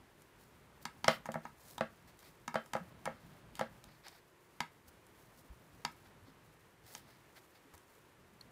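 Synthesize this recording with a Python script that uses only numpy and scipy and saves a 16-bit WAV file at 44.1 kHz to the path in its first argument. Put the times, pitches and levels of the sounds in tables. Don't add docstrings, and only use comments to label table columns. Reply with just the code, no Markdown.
import sys
import numpy as np
from scipy import signal
from scipy.fft import rfft, irfft
from scipy.io import wavfile
from scipy.ndimage import uniform_filter1d

SR = 44100
rng = np.random.default_rng(int(sys.argv[2]) if len(sys.argv) > 2 else 0)


def unload_wav(signal):
    wavfile.write(
        sys.argv[1],
        SR,
        np.round(np.clip(np.atleast_2d(signal).T, -1, 1) * 32767).astype(np.int16),
    )


N = 375291


# start_s, shaft_peak_db, tip_peak_db, brightest_tip_pitch_hz, lift_of_that_pitch_db
NEEDLE_CLICKS = [(0.219, -61, -52.5, 8500, 7), (0.853, -30.5, -31, 4670, 12),
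                 (1.043, -26.5, -25.5, 4630, 15), (1.08, -19, -17.5, 5500, 13),
                 (1.256, -33.5, -41.5, 6610, 13), (1.263, -52, -45.5, 6400, 5),
                 (1.318, -63, -39.5, 7900, 12), (1.341, -31.5, -44.5, 3400, 6),
                 (1.452, -34.5, -51.5, 6500, 23), (1.78, -34.5, -36.5, 3700, 18),
                 (2.19, -73, -50, 8000, -3), (2.228, -54.5, -52, 3070, 6), (2.478, -29, -34.5, 6800, 10),
                 (2.542, -28.5, -38.5, 4700, 10), (2.66, -54, -49.5, 3130, 6),
                 (2.734, -28.5, -32.5, 4660, 4), (2.765, -34, -44, 3150, 15),
                 (3.055, -33, -31.5, 9000, 15.5), (3.061, -29.5, -58, 3140, 5),
                 (3.553, -53, -40.5, 8060, -2), (3.568, -55, -53, 4500, 11), (3.593, -27.5, -34, 3200, 4),
                 (3.84, -57, -45.5, 3980, 12), (4.082, -58, -42, 5200, 11), (4.604, -26, -26, 4800, 9),
                 (5.066, -65, -53.5, 10700, 16), (5.849, -27, -26, 4800, 13.5),
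                 (6.95, -42, -34.5, 6350, 11), (7.738, -50.5, -51, 3240, -2), (7.778, -67, -49, 11200, 4),
                 (8.41, -66, -45, 4320, 29)]
# pitch_hz, level_db, t60_s
SHAFT_MODES = [(158.3, -16, 0.17), (237, -11, 0.11), (907, 5.5, 0.017), (1110, -2, 0.015), (1280, 1, 0.049),
               (1665, 1.5, 0.02), (1842, -6, 0.029), (2150, -1, 0.023), (2290, -2.5, 0.04),
               (2765, -10.5, 0.045)]
# pitch_hz, level_db, t60_s
TIP_RING_MODES = [(2070, -4, 0.023), (2770, -15, 0.01), (3130, -6.5, 0.02), (3750, -10.5, 0.029),
                  (4330, -11.5, 0.011), (4640, -10, 0.0057), (5330, -5.5, 0.015), (6030, -5, 0.011),
                  (7300, -12, .014), (8090, -10, 0.017), (9100, -11, .01)]
# pitch_hz, level_db (per Hz)
TIP_CRACK = [(1500, -10), (2500, -4.5), (3180, -2.5), (3500, -7), (3750, -9.5), (4300, -12), (4750, -6.5),
             (5100, -15.5), (5370, -9.5), (5900, -16.5), (6600, -8), (7150, -9.5), (7900, -17),
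             (9300, -14.5), (11000, -20.5), (13000, -18.5), (15500, -26)]
TIP_RING_DB = -3
FIRM_TIP_DB, SHARPEN_PER_DB = -29, 0.41


def clicks(scatter_db=1.5, detune=0.006, shaft_lag_s=0.0007):
    out = np.zeros((2, N))
    shaft_hz, shaft_mode_db, shaft_t60 = np.transpose(SHAFT_MODES)
    ring_hz, ring_db, ring_t60 = np.transpose(TIP_RING_MODES)
    against = np.pi * np.arange(len(shaft_hz))
    push = twice(contact_s=0.00045, again_s=0.001072, again_db=-11.5)
    for start_s, shaft_db, tip_db, tip_hz, lift_db in NEEDLE_CLICKS:
        sharp_db = SHARPEN_PER_DB * (FIRM_TIP_DB - tip_db)

        pitch_place, level_place = rng.standard_normal((2, len(shaft_hz)))
        mode_hz = shaft_hz * (1 + detune * pitch_place)
        mode_db = shaft_mode_db + scatter_db * level_place
        shaft = np.convolve(ring(mode_hz, mode_db, shaft_t60, against), push)
        shaft = peaked(shaft, shaft_db)

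        pitch_place, level_place, phase_place = rng.standard_normal((3, len(ring_hz)))
        tip_mode_hz = ring_hz * (1 + detune * pitch_place)
        for side, share in zip(out, (1, 1 / 3)):
            side_lift_db = share * lift_db
            peak_db = tip_db - (1 - share) * lift_db / 2
            tip_crack = crack(TIP_CRACK, 0.001256, tip_hz, side_lift_db, sharp_db)
            tip_mode_db = ring_db + touch(ring_hz, tip_hz, side_lift_db, sharp_db)
            tip_mode_db = tip_mode_db + scatter_db * level_place
            tip_ring = ring(tip_mode_hz, tip_mode_db, ring_t60, np.pi * phase_place)
            add(side, start_s, peaked(tip_crack, peak_db))
            add(side, start_s + shaft_lag_s, shaft)
            add(side, start_s + shaft_lag_s, peaked(tip_ring, peak_db + TIP_RING_DB))
    return out


# start_s, body_peak_db, hardness_db (per octave), crack_peak_db
CORD_KNOCKS = [(1.081, -10, 3, -19.5), (1.288, -26, -4, -65), (1.355, -24.5, -3.5, -70),
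               (1.808, -17.5, -0.5, -34), (2.555, -17.5, 2.5, -34.5), (2.751, -20, -1.5, -43),
               (3.074, -23.5, 0, -65), (3.61, -19.5, -0.5, -35.5)]
# pitch_hz, level_db, t60_s
TABLE_MODES = [(161.3, -15, 0.18), (224.3, -5, 0.15), (342, -5, 0.057), (541, 1.5, 0.046), (643, -3, 0.045),
               (826, 6.5, 0.013), (1130, -0.5, 0.021), (1324, -7.5, 0.041), (1480, -3, 0.019),
               (1629, 4, 0.057), (2060, -21, 0.0073), (2530, -16, 0.09), (3110, 6, 0.078), (4450, 3, 0.017),
               (5400, -14, .012)]
# pitch_hz, level_db (per Hz)
CORD_CRACK = [(1500, -35), (2500, 7), (4000, 1), (6000, -9), (9000, -12), (15500, -26)]
TABLE_LOW_HZ = 109


def knocks(scatter_db=2.5, body_lag_s=0.001317):
    out = np.zeros(N)
    hz, db, t60 = np.transpose(TABLE_MODES)
    push = twice(contact_s=0.00055, again_s=0.0015, again_db=2.5)
    for start_s, body_db, hard_db, crack_db in CORD_KNOCKS:
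        hardness = hard_db * np.log2(hz / hz[2])
        mode_db = db + hardness + scatter_db * rng.standard_normal(len(hz))
        body = np.convolve(ring(hz, mode_db, t60, np.pi / 2), push)
        add(out, start_s + body_lag_s, peaked(body, body_db))
        add(out, start_s, peaked(crack(CORD_CRACK, 0.00154), crack_db))
    low_cut = signal.butter(2, TABLE_LOW_HZ, "high", fs=SR, output="sos")
    return signal.sosfilt(low_cut, out)


# middle_s, length_s, rustle_db, rub_db
SHAFT_SCUFFS = [(0.425, 0.11, -72, -79), (0.831, 0.036, -63, -80), (1.113, 0.16, -58, -51),
                (1.456, 0.095, -75, -66.5), (1.676, .3, -62.5, -76), (2.092, 0.059, -67.5, -64),
                (2.204, 0.018, -66, -74), (2.262, 0.14, -68.5, -63.5), (3.216, 0.37, -104, -73),
                (3.575, .04, -70, -59), (3.917, 0.2, -84, -68), (4.067, 0.082, -73, -54),
                (4.144, 0.17, -73, -64.5), (4.886, 0.026, -61.5, -69), (5.4, 0.064, -74, -84),
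                (5.924, 0.036, -68, -75), (6.063, .04, -76, -64.5), (6.285, 0.081, -89, -66.5),
                (6.887, 0.12, -64, -65), (6.959, 0.15, -62.5, -65), (7.102, 0.27, -78, -69.5),
                (7.375, 0.06, -67.5, -60.5), (7.56, 0.076, -77, -66.5), (7.748, 0.023, -60.5, -66)]
# pitch_hz, level_db (per Hz)
YARN_COLOUR = [(500, 6), (2000, -24), (4000, -4.5), (9000, -5), (15000, -3.5)]
# pitch_hz, level_db (per Hz)
RUB_COLOUR = [(400, -25), (700, 0), (1100, -6), (1500, -3), (2100, -2), (2900, -11), (3500, -8), (4500, -5),
              (5300, -9), (6000, -18), (9000, -26)]
YARN_DB, YARN_SWELL_DB = -75, 3.5


def scuffs():
    yarn_gain = undb(YARN_DB + YARN_SWELL_DB * walk(12))
    rub_gain = np.zeros(N)
    for middle_s, length_s, rustle_db, rub_db in SHAFT_SCUFFS:
        swell = np.hanning(int(length_s * SR))
        add(yarn_gain, middle_s - length_s / 2, undb(rustle_db) * swell)
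        add(rub_gain, middle_s - length_s / 2, undb(rub_db) * swell)
    fibres = coloured(YARN_COLOUR, N) * undb(3 * walk(400) + 2 * walk(40))
    rub = coloured(RUB_COLOUR, N) * undb(3 * walk(300))
    return unit(fibres) * yarn_gain + unit(rub) * rub_gain


# start_s, peak_db, pitch_hz
SETTLING_THUMPS = [(2.807, -44.5, 179), (4.877, -59.5, 72.7), (5.439, -62, 270), (5.5, -47.5, 59),
                   (6.009, -62, 133), (6.224, -57, 96), (6.275, -56.5, 264), (6.837, -58, 109),
                   (7.649, -61.5, 274), (7.736, -58, 77)]


def thumps(t60=0.13, rise_s=0.0058):
    out = np.zeros(N)
    t = np.arange(int(SR / 4)) / SR
    for start_s, peak_db, hz in SETTLING_THUMPS:
        envelope = (1 - np.exp(-t / rise_s)) * fade(t, t60)
        add(out, start_s, peaked(envelope * np.sin(2 * np.pi * hz * t), peak_db))
    return out


# time_s, arm_rumble_db
ARM_MOVEMENT = [(0.0, -68.5), (0.23, -69.5), (1.16, -62), (1.26, -63.5), (1.54, -68), (1.78, -65),
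                (2.58, -73), (2.91, -60), (3.82, -62), (4.17, -77.5), (4.41, -79), (4.6, -72.5),
                (5.88, -65), (6.33, -67.5), (6.99, -71.5), (7.09, -71), (7.46, -83), (8.51, -67)]
# pitch_hz, level_db (per Hz)
ARM_COLOUR = [(20, -40), (45, 1), (80, -1), (150, 2.5), (260, -3.5), (450, -20), (900, -65)]
# pitch_hz, level_db (per Hz)
SKIN_COLOUR = [(300, -15), (600, -1), (1200, -3.5), (2200, -11.5), (3500, -15.5), (7000, -29)]
SKIN_DB, SKIN_FOLLOWS = -75, 0.95


def arms_and_skin():
    arm_db = np.interp(np.arange(N) / SR, *np.transpose(ARM_MOVEMENT))
    skin_gain = undb(SKIN_DB + SKIN_FOLLOWS * (arm_db - arm_db.mean()))
    skin = coloured(SKIN_COLOUR, N) * undb(2 * walk(100) + 2 * walk(20))
    arms = coloured(ARM_COLOUR, N) * undb(2.3 * walk(25))
    return unit(skin) * skin_gain + unit(arms) * undb(arm_db)


# centre_hz, level_db, t60_s
ROOM_BANDS = [(496, -48.5, 0.16), (1400, -46.5, 0.21), (2340, -41, 0.2), (5130, -42, 0.068),
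              (9900, -38, 0.19)]


def room(dry, gap_s=0.005, build_s=0.00058):
    t = np.arange(int(SR / 2)) / SR
    tail = 0
    for hz, db, t60 in ROOM_BANDS:
        hump = [(hz / 4, -40), (hz / 1.5, -3), (hz, 0), (hz * 2.45, -3), (hz * 4, -40)]
        tail = tail + undb(db) * coloured(hump, len(t)) * fade(t, t60)
    tail = tail * (1 - np.exp(-t / build_s))
    tail = np.r_[np.zeros(int(gap_s * SR)), tail]
    return signal.fftconvolve(dry, tail)[:N]


# pitch_hz, level_db (per Hz)
FLOOR_COLOUR = [(15, -7), (25, -19), (113, 0), (240, -8.5), (349, 0.5), (762, -9.5), (945, -5),
                (1240, -8.5), (1850, -9.5), (5010, -23), (12500, -26.5), (15500, -39)]
FLOOR_DB = -65.5


def noise_floor():
    return coloured(FLOOR_COLOUR, N) * undb(FLOOR_DB + 0.85 * walk(18))


def crack(points, spread_s, peak_hz=5000., lift_db=0., sharp_db=0., size=1024):
    hz, db = np.transpose(points)
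    f = np.maximum(np.fft.rfftfreq(size, 1 / SR), 1)
    colour_db = np.interp(np.log(f), np.log(hz), db, -90) + touch(f, peak_hz, lift_db, sharp_db)
    scatter = 0.5 + np.minimum(rng.exponential(size=size // 8 + 1), 3)
    lag_s = spread_s * np.repeat(scatter, 4)[:len(f)]
    turn = np.exp(-2j * np.pi * np.cumsum(lag_s) * SR / size)
    return irfft(undb(colour_db) * turn, size)[:size // 2]


def touch(f, peak_hz, lift_db, sharp_db):
    favoured = lift_db / (1 + ((f - peak_hz) / 300.) ** 2)
    return favoured + sharp_db * np.log2(f / peak_hz)


def twice(contact_s, again_s, again_db):
    slap = np.hanning(int(contact_s * SR) + 3)
    push = np.zeros(int(again_s * SR) + len(slap))
    push[:len(slap)] += slap
    push[-len(slap):] += undb(again_db) * slap
    return push


def ring(hz, db, t60, phase):
    t = np.arange(int(SR / 4))[:, None] / SR
    modes = undb(db) * fade(t, t60) * np.sin(2 * np.pi * hz * t + phase)
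    return modes.sum(axis=1)


def coloured(points, size):
    hz, db = np.transpose(points)
    f = np.maximum(np.fft.rfftfreq(size, 1 / SR), 1)
    gain = undb(np.interp(np.log(f), np.log(hz), db, -90))
    return unit(irfft(rfft(rng.standard_normal(size)) * gain, size))


def walk(rate):
    k = int(SR / rate)
    held = np.repeat(rng.standard_normal(N // k + 1), k)
    return uniform_filter1d(held, k)[:N]


def undb(db):
    return 10 ** (np.asarray(db) / 20)


def fade(t, t60):
    return np.exp(-np.log(1000) * t / t60)


def unit(x):
    return x / np.sqrt(np.mean(x ** 2))


def peaked(x, db):
    return x * undb(db) / np.abs(x).max()


def add(out, start_s, x):
    i = int(start_s * SR)
    out[i:i + len(x)] += x[:N - i]


def scene():
    near, walls = clicks() + knocks()
    hands = scuffs() + thumps() + arms_and_skin()
    return (near + room(walls) + hands + noise_floor())[None]


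def record(dry):
    top_cut = signal.ellip(10, 0.2, 45, 15600, fs=SR, output="sos")
    return signal.sosfilt(top_cut, dry)


dry = scene()
out = record(dry)
unload_wav(out)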